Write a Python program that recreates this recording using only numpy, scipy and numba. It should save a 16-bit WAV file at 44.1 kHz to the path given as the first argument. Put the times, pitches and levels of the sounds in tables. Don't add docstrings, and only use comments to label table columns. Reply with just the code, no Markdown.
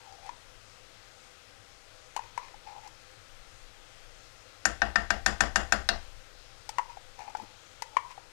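import sys
import numpy as np
from scipy import signal
from scipy.io import wavfile
from scipy.ndimage import uniform_filter1d
from numba import njit

SR = 44100
rng = np.random.default_rng(int(sys.argv[2]) if len(sys.argv) > 2 else 0)


def persist_wave(psi):
    counts = np.round(np.clip(psi, -1, 1) * 32767).astype(np.int16)
    wavfile.write(sys.argv[1], SR, np.atleast_2d(counts).T)


def invert_db(x):
    u = np.asarray(x, float) / 20
    return 10 ** u


N = 366912

# frequency in Hz, level in dB per Hz.
FLAME = [(8.8, -29), (15, 6.5), (26, 1.5), (75, -11), (110, -14.5), (135, -17.5), (242, -18.5),
         (315, -15.5), (461, -18), (503, -11), (1050, -18), (2110, -15), (6050, -19), (14100, -37),
         (16400, -50)]
FLAME_DB = -54
# centre in Hz, width in Hz, level in dB.
FLAME_TONES = [(103.2, 30, -69), (507.5, 58, -72.5), (792, 29, -74.5), (1336, 510, -67.5)]
# centre in seconds, half length in seconds, rumble in dB.
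ARMS = [
    (.1, 0.2, 6),
    (2.62, 0.18, 2),
    (6.15, 0.14, 0.5),
    (7.4, 0.11, 3),
]
SHAKE_SETTLE_S, SHAKE_HISS_DB, SHAKE_RUMBLE_DB, RUMBLE_WANDER_DB = 0.35, 0.4, 5.5, 5.5
KITCHEN_T60_S, KITCHEN_DB = 0.32, -17.5
# start in seconds, level in dB.
SLUMP = [
    (7.385, -48),
    (7.398, -47.5),
    (7.421, -43),
    (7.435, -54),
]

# frequency in Hz, level in dB, t60 in seconds.
CAN_WALL = [(1360, 6, 0.11), (1800, 10, 0.033), (2090, 12, 0.014), (2420, 12, 0.05), (2700, -13, 0.078),
            (4110, -15.5, 0.014), (4270, -17, 0.015), (5500, -4.5, 0.005)]
# start in seconds,
# length in seconds, peak in dB, air column in Hz, grit in dB.
STROKES = [(-.03, 0.13, -58, 870, -14), (.06, .12, -55.5, 790, -16), (0.213, 0.088, -50, 796, -8),
           (2.64, 0.098, -47.5, 837, -9.5), (2.709, .1, -48.5, 840, -20), (2.804, 0.098, -52.5, 850, -5),
           (6.723, 0.06, -61, 905, -12), (6.871, .075, -53.5, 953, -8), (7.163, 0.085, -49.5, 820, -6.5),
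           (7.226, 0.097, -47, 835, -15), (7.904, 0.075, -56.5, 860, -16), (8.036, 0.039, -46.5, 990, -21),
           (8.084, 0.054, -52.5, 1000, -3)]
STROKE_PEAK_AT, STROKE_ROUND = 0.59, 0.99
# start in seconds, t60 in seconds,
# level in dB, air column in Hz, grit in dB.
SLIDES = [
    (.18, 0.24, -54, 760, -20),
    (.31, 0.24, -56, 990, -14),
    (2.215, 0.51, -58, 980, -1),
    (2.395, 0.23, -46, 1050, -14),
    (2.43, 0.33, -55.5, 1005, 0),
    (6.815, 0.64, -58, 970, -12),
    (7.385, 0.68, -55, 870, -18),
    (7.845, 0.2, -58, 885, -17),
    (7.995, 0.11, -58, 1000, -15),
    (8.2, 0.49, -62, 930, -14.5),
]
SLIDE_SAG_HZ_PER_S = 180
# start in seconds, peak in dB, air column in Hz,
# hardness of the contact in dB, struck patch of wall in Hz.
KNOCKS = [(0.047, -57, 800, -13, 3080), (0.124, -50.5, 810, -11, 1560), (0.264, -49, 861, -7, 2300),
          (0.292, -33.5, 958, -24, 1730), (2.164, -28.5, 880, -11.5, 2890), (2.174, -33.5, 1024, -34, 2060),
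          (2.192, -32, 900, -24, 1800), (2.377, -27.5, 963, -20.5, 2000), (2.542, -45.5, 836, -21, 1840),
          (2.875, -49, 980, -4, 2480), (6.692, -34.5, 860, -5, 2710), (6.784, -22, 1022, -21.5, 1670),
          (6.793, -23.5, 947, -47, 1520), (6.971, -39.5, 783, -24, 2180), (7.191, -42, 906, -15, 2200),
          (7.205, -40, 814, -19, 2200), (7.2195, -43, 840, -23, 2400), (7.297, -46, 790, -15, 3200),
          (7.35, -28, 855, -28.5, 1500), (7.37, -46.5, 850, -5, 2640), (7.822, -32, 904, -8, 2010),
          (7.968, -17, 1037, -28.5, 2100), (8.108, -46.5, 970, -13, 2160), (8.178, -40, 800, -27, 1800)]
COLUMN_T60_S = 0.019
WALL_RING_DB, RING_PER_HARD, RING_PER_BLOW = -3, 0.5, 0.34

# start in seconds, peak in dB, high modes in dB, edge in dB,
# hop of the pan in dB.
RAPS = [
    (4.6536, -15.5, -3.5, 1.5, -11.5),
    (4.818, -16, -5.5, -26, -8),
    (4.9574, -14, -5, -17, -11.5),
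    (5.1041, -14.5, -3.5, -10.5, -11.5),
    (5.2616, -13.5, -0.5, -4, -9.5),
    (5.406, -12.5, -3, -4.5, -10),
    (5.558, -13, -3, -4.5, -10),
    (5.7222, -13, -2, -5, -10.5),
    (5.8889, -17.5, 3.5, -39, -11),
]
# frequency in Hz, level in dB, t60 in seconds.
PAN = [(297.5, -10.5, 0.07), (586, -4.5, 0.028), (686, -4, 0.18), (771.4, 2.5, 0.079), (958, 2.5, 0.035),
       (1123, -13, 0.13), (1260, 2, 0.027), (1356, -15.5, 0.21), (1440, -13, 0.12), (1499, -1.5, 0.044),
       (1590, 2.5, 0.042), (1800, 4, 0.048), (1890, -44, 0.05), (2300, -16, 0.055), (2555, -4.5, 0.031),
       (2810, -19.5, 0.15), (3440, -18, 0.082), (3640, -4.5, 0.019), (4200, -19, 0.013), (4660, -10, 0.028),
       (5075, -2.5, 0.033), (5580, 3, 0.011), (5930, -7.5, 0.026), (6270, 1.5, 0.0075), (6830, 0.5, 0.021),
       (7360, -7.5, 0.026), (8550, -18, 0.039), (10470, -9.5, 0.017), (14200, -29, 0.01)]
# centre in Hz, width in Hz, level in dB.
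RIM = [(7090, 380, 6), (8620, 350, -1.5), (10340, 360, -3), (14400, 750, -17)]
LOW_MODES_DB, LOW_PER_BLOW = -9, -0.9
# frequency in Hz, level in dB, t60 in seconds.
SPOON = [(2055, -2.5, 0.082), (2744, -4, 0.11), (3890, 11.5, 0.022), (4300, -5.5, 0.23), (4900, -24, .15),
         (9070, 1, 0.013), (11130, -7, 0.012), (14400, -7, .008)]
# time in seconds, level in dB.
SPOON_FREE = [
    (4.7, -37),
    (5.5, -33),
    (5.72, -28),
    (5.89, -12.5),
]
# frequency in Hz, level in dB, rise in seconds,
# t60 in seconds.
STOVE = [(27.8, -10, 0.045, 0.62), (44.8, -7, 0.013, 0.087), (54, 3, 0.022, 0.26), (66.8, -5, 0.04, 0.47),
         (101.6, -17.5, 0.035, 0.47), (212, 4.5, 0.022, 0.13)]


def level(x, db):
    return x * invert_db(db) / np.sqrt(np.mean(x ** 2))


@njit
def svf(x, hz, width):
    y, b, l = np.empty(len(x)), 0., 0.
    for i in range(len(x)):
        g, k = np.tan(np.pi * hz[i] / SR), width / hz[i]
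        v = (b + g * (x[i] - l)) / (1 + g * (g + k))
        b, l, y[i] = 2 * v - b, l + 2 * g * v, k * v
    return y


def band(x, hz, width):
    return svf(x, np.full(len(x), 1. * hz), 1. * width)


def walk(rate):
    hold = int(SR / rate)
    steps = np.repeat(rng.standard_normal(N // hold + 1), hold)
    return 0.57 * uniform_filter1d(uniform_filter1d(steps, hold), hold)[:N]


def fade(t, t60):
    return np.exp(-np.log(1000) * t / t60)


def sine(hz, t):
    return np.sin(2 * np.pi * hz * t)


def ring(hz, db, t60, seconds):
    t = np.arange(int(seconds * SR))[:, None] / SR
    sign = (-1) ** (np.arange(np.size(hz)) // 2)
    return (sign * invert_db(db) * fade(t, t60) * sine(hz, t)).sum(axis=1)


def grit(size, rate, spread_db):
    on = rng.random(size) < rate / SR
    impacts = on * rng.standard_normal(size) * invert_db(spread_db * rng.exponential(size=size))
    return level(impacts + 1e-9, 0)


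def add(out, s, sound):
    i = int(s * SR)
    out[i:i + len(sound)] += sound[:N - i]


def shaken():
    since = np.arange(N) / SR - np.array(RAPS)[:, :1]
    steps = (since > 0) * np.exp(-np.abs(since) / SHAKE_SETTLE_S)
    return uniform_filter1d(steps.sum(axis=0), size=4000)


def flame():
    hz, db = np.transpose(FLAME)
    t = np.arange(N) / SR
    unrest = shaken()
    hiss_db = SHAKE_HISS_DB * unrest
    rumble_db = SHAKE_RUMBLE_DB * unrest + RUMBLE_WANDER_DB * walk(3)
    rumble_db = rumble_db + sum(d * np.exp(-((t - s) / half) ** 2) for s, half, d in ARMS)
    hiss = 0
    for f in 16 * 2 ** np.arange(0, 10.1, 1 / 3):
        noise = band(band(rng.standard_normal(N), f, f / 3), f, f / 3)
        swell_db = rumble_db if f < 55 else hiss_db
        band_db = np.interp(np.log(f), np.log(hz), db)
        hiss = hiss + invert_db(band_db + swell_db + 2.54 * walk(11)) * noise
    tones = sum(level(band(band(rng.standard_normal(N), f, w), f, w), d) for f, w, d in FLAME_TONES)
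    return level(hiss, FLAME_DB) + tones


def kitchen(x):
    t = np.arange(int(.5 * SR)) / SR
    noise = rng.standard_normal(len(t))
    low = band(noise, 760, 5100)
    high = noise - low
    tail = low * fade(t, KITCHEN_T60_S) + high * fade(t, 0.23 * KITCHEN_T60_S)
    tail = (t > .006) * tail
    return invert_db(KITCHEN_DB) * signal.fftconvolve(x, tail / np.linalg.norm(tail))[:N]


def paste():
    out, t = np.zeros(N), np.arange(int(.05 * SR)) / SR
    for s, db in SLUMP:
        plop = band(rng.standard_normal(len(t)), 280, 270) * fade(t, 0.1)
        add(out, s, invert_db(db + 12.5) * plop)
    return out


def pressure(t):
    for s, length, db, hz, grit_db in STROKES:
        share = np.clip((t - s) / length, 0, 1) ** (np.log(.5) / np.log(STROKE_PEAK_AT))
        yield invert_db(db) * np.abs(np.sin(np.pi * share)) ** STROKE_ROUND, hz, grit_db
    for s, t60, db, hz, grit_db in SLIDES:
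        since = np.clip(t - s, 0, t60)
        sliding = (t >= s) * (since < t60)
        yield invert_db(db) * sliding * fade(since, t60), hz - SLIDE_SAG_HZ_PER_S * since, grit_db


def scrapes():
    def smooth(x):
        return uniform_filter1d(x, size=500)

    moves = list(pressure(np.arange(N) / SR))
    force = smooth(sum(p for p, _, _ in moves))
    rest = invert_db(-100)
    hz = (smooth(sum(p * f for p, f, _ in moves)) + rest * 900) / (force + rest)
    gritty = smooth(sum(p * invert_db(grit_db) for p, _, grit_db in moves))
    slips = grit(N, rate=5000, spread_db=3.0) * invert_db(1.3 * walk(70))
    column = level(svf(svf(slips, hz, 73.0), hz, 370.0), 0)
    wall = sum(invert_db(db) * band(slips, f, 180) for f, db, _ in CAN_WALL)
    wall = wall + invert_db(-0.5) * band(band(slips, 4100, 3000), 4300, 3600)
    return force * column + gritty * level(band(wall, 1700, 5000), 0)


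def knocks():
    out = np.zeros(N)
    wall_hz, wall_db, wall_t60 = np.transpose(CAN_WALL)
    t = np.arange(int(.25 * SR)) / SR
    for s, db, hz, tick_db, spot_hz in KNOCKS:
        ring_db = WALL_RING_DB + RING_PER_HARD * tick_db + RING_PER_BLOW * (db + 29.5)
        swell = (1 - np.exp(-t / 0.00023)) * fade(np.maximum(t - .003, 0), COLUMN_T60_S)
        column = swell * sine(hz, t)
        hard_db = np.where(wall_hz > 3200, tick_db, ring_db - 15)
        scatter = rng.standard_normal((2, len(wall_hz)))
        mode_db = wall_db + hard_db + 3 * scatter[1] - 8
        wall = ring(wall_hz * (1 + 0.066 * scatter[0]), mode_db, wall_t60, .25)
        spot = invert_db(ring_db - 11) * fade(t, 0.064) * sine(spot_hz, t)
        wash = band(band(rng.standard_normal(len(t)), spot_hz, 870), 1300, 1280)
        wash = wash * (fade(t, 0.047) + invert_db(-32.0) * fade(t, 0.16))
        hiss = band(band(rng.standard_normal(len(t)), 5860, 4100), 4200, 6500)
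        tick = hiss * (fade(t, 0.011) + invert_db(-5) * fade(t, 0.06))
        dent = invert_db(ring_db + 1) * fade(t, 0.0062) * sine(1650, t)
        knock = column + dent + wall + spot + invert_db(ring_db + 13.0) * wash + invert_db(tick_db + 8) * tick
        add(out, s, -invert_db(db + 2.5) * knock)
    return signal.sosfilt(signal.butter(2, 420, "high", fs=SR, output="sos"), out)


def raps():
    out = np.zeros(N)
    hz, db, t60 = np.transpose(PAN)
    t = np.arange(int(.7 * SR)) / SR
    for s, peak_db, high_db, edge_db, hop_db in RAPS:
        low_db = LOW_MODES_DB + LOW_PER_BLOW * (peak_db + 14.5)
        scatter = rng.standard_normal((2, len(hz)))
        place_db = np.interp(hz, [1080, 1336, 2900, 3200, 6050, 6400],
                             [low_db, 0, 0, high_db, high_db, edge_db])
        body = ring(hz * (1 + 0.004 * scatter[0]), db + place_db + 1.84 * scatter[1], t60, .25)
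        body = body * (1 - np.exp(-t[:len(body)] / 0.00079))
        spoon = invert_db(np.interp(s, *np.transpose(SPOON_FREE))) * ring(*np.transpose(SPOON), .4)
        noise = rng.standard_normal((2, len(t))) * (fade(t, 0.039) + invert_db(-16.5) * fade(t, 0.24))
        high = band(band(noise[0], 4280, 2300), 4330, 3600)
        edge = band(band(noise[1], 6000, 2800), 7200, 4500)
        rim = sum(invert_db(d) * band(band(noise[1], f, w), f, w) for f, w, d in RIM)
        dense = invert_db(high_db) * high + invert_db(edge_db) * (edge + rim)
        hops = (1 - fade(t, 0.25)) * fade(t, 0.23) * grit(len(t), rate=7000, spread_db=1.5)
        hops = hops * invert_db(2.9 * walk(95)[:len(t)])
        held_db = db + 0.4 * place_db + 2.0 * scatter[0] - 3 * np.log2(hz / 1000)
        held = ring(hz, held_db, 0.3 * np.minimum(t60, .09), .1)
        chatter = signal.fftconvolve(hops, held / np.linalg.norm(held))[:len(t)]
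        rasp = invert_db(-37) * band(hops, 1800, 2000) + invert_db(9.0) * band(hops, 144, 120)
        shake = sum(invert_db(d) * (1 - np.exp(-t / rise)) ** 2 * fade(t, long) * sine(f, t)
                    for f, d, rise, long in STOVE)
        hopping = invert_db(hop_db) * (chatter + rasp + invert_db(-4.5) * shake)
        add(out, s, invert_db(peak_db - 6.5) * body)
        add(out, s, invert_db(peak_db) * spoon)
        add(out, s, invert_db(peak_db) * (invert_db(-5) * dense + hopping))
    return out


def scene():
    near = paste() + scrapes() + knocks() + raps()
    left = 2 * (near + kitchen(near) + flame())
    return np.array([left, np.zeros(N)])


def roll_off(x):
    return signal.sosfilt(signal.butter(12, 16530, fs=SR, output="sos"), x)


def record(dry):
    hiss = level(band(rng.standard_normal(N), 4000, 12000), -90.5)
    low_pass = signal.ellip(8, .2, 60, 16200, fs=SR, output="sos")
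    mix = signal.sosfilt(low_pass, [dry[0], hiss])
    return roll_off(mix)


dry = scene()
out = record(dry)
persist_wave(out)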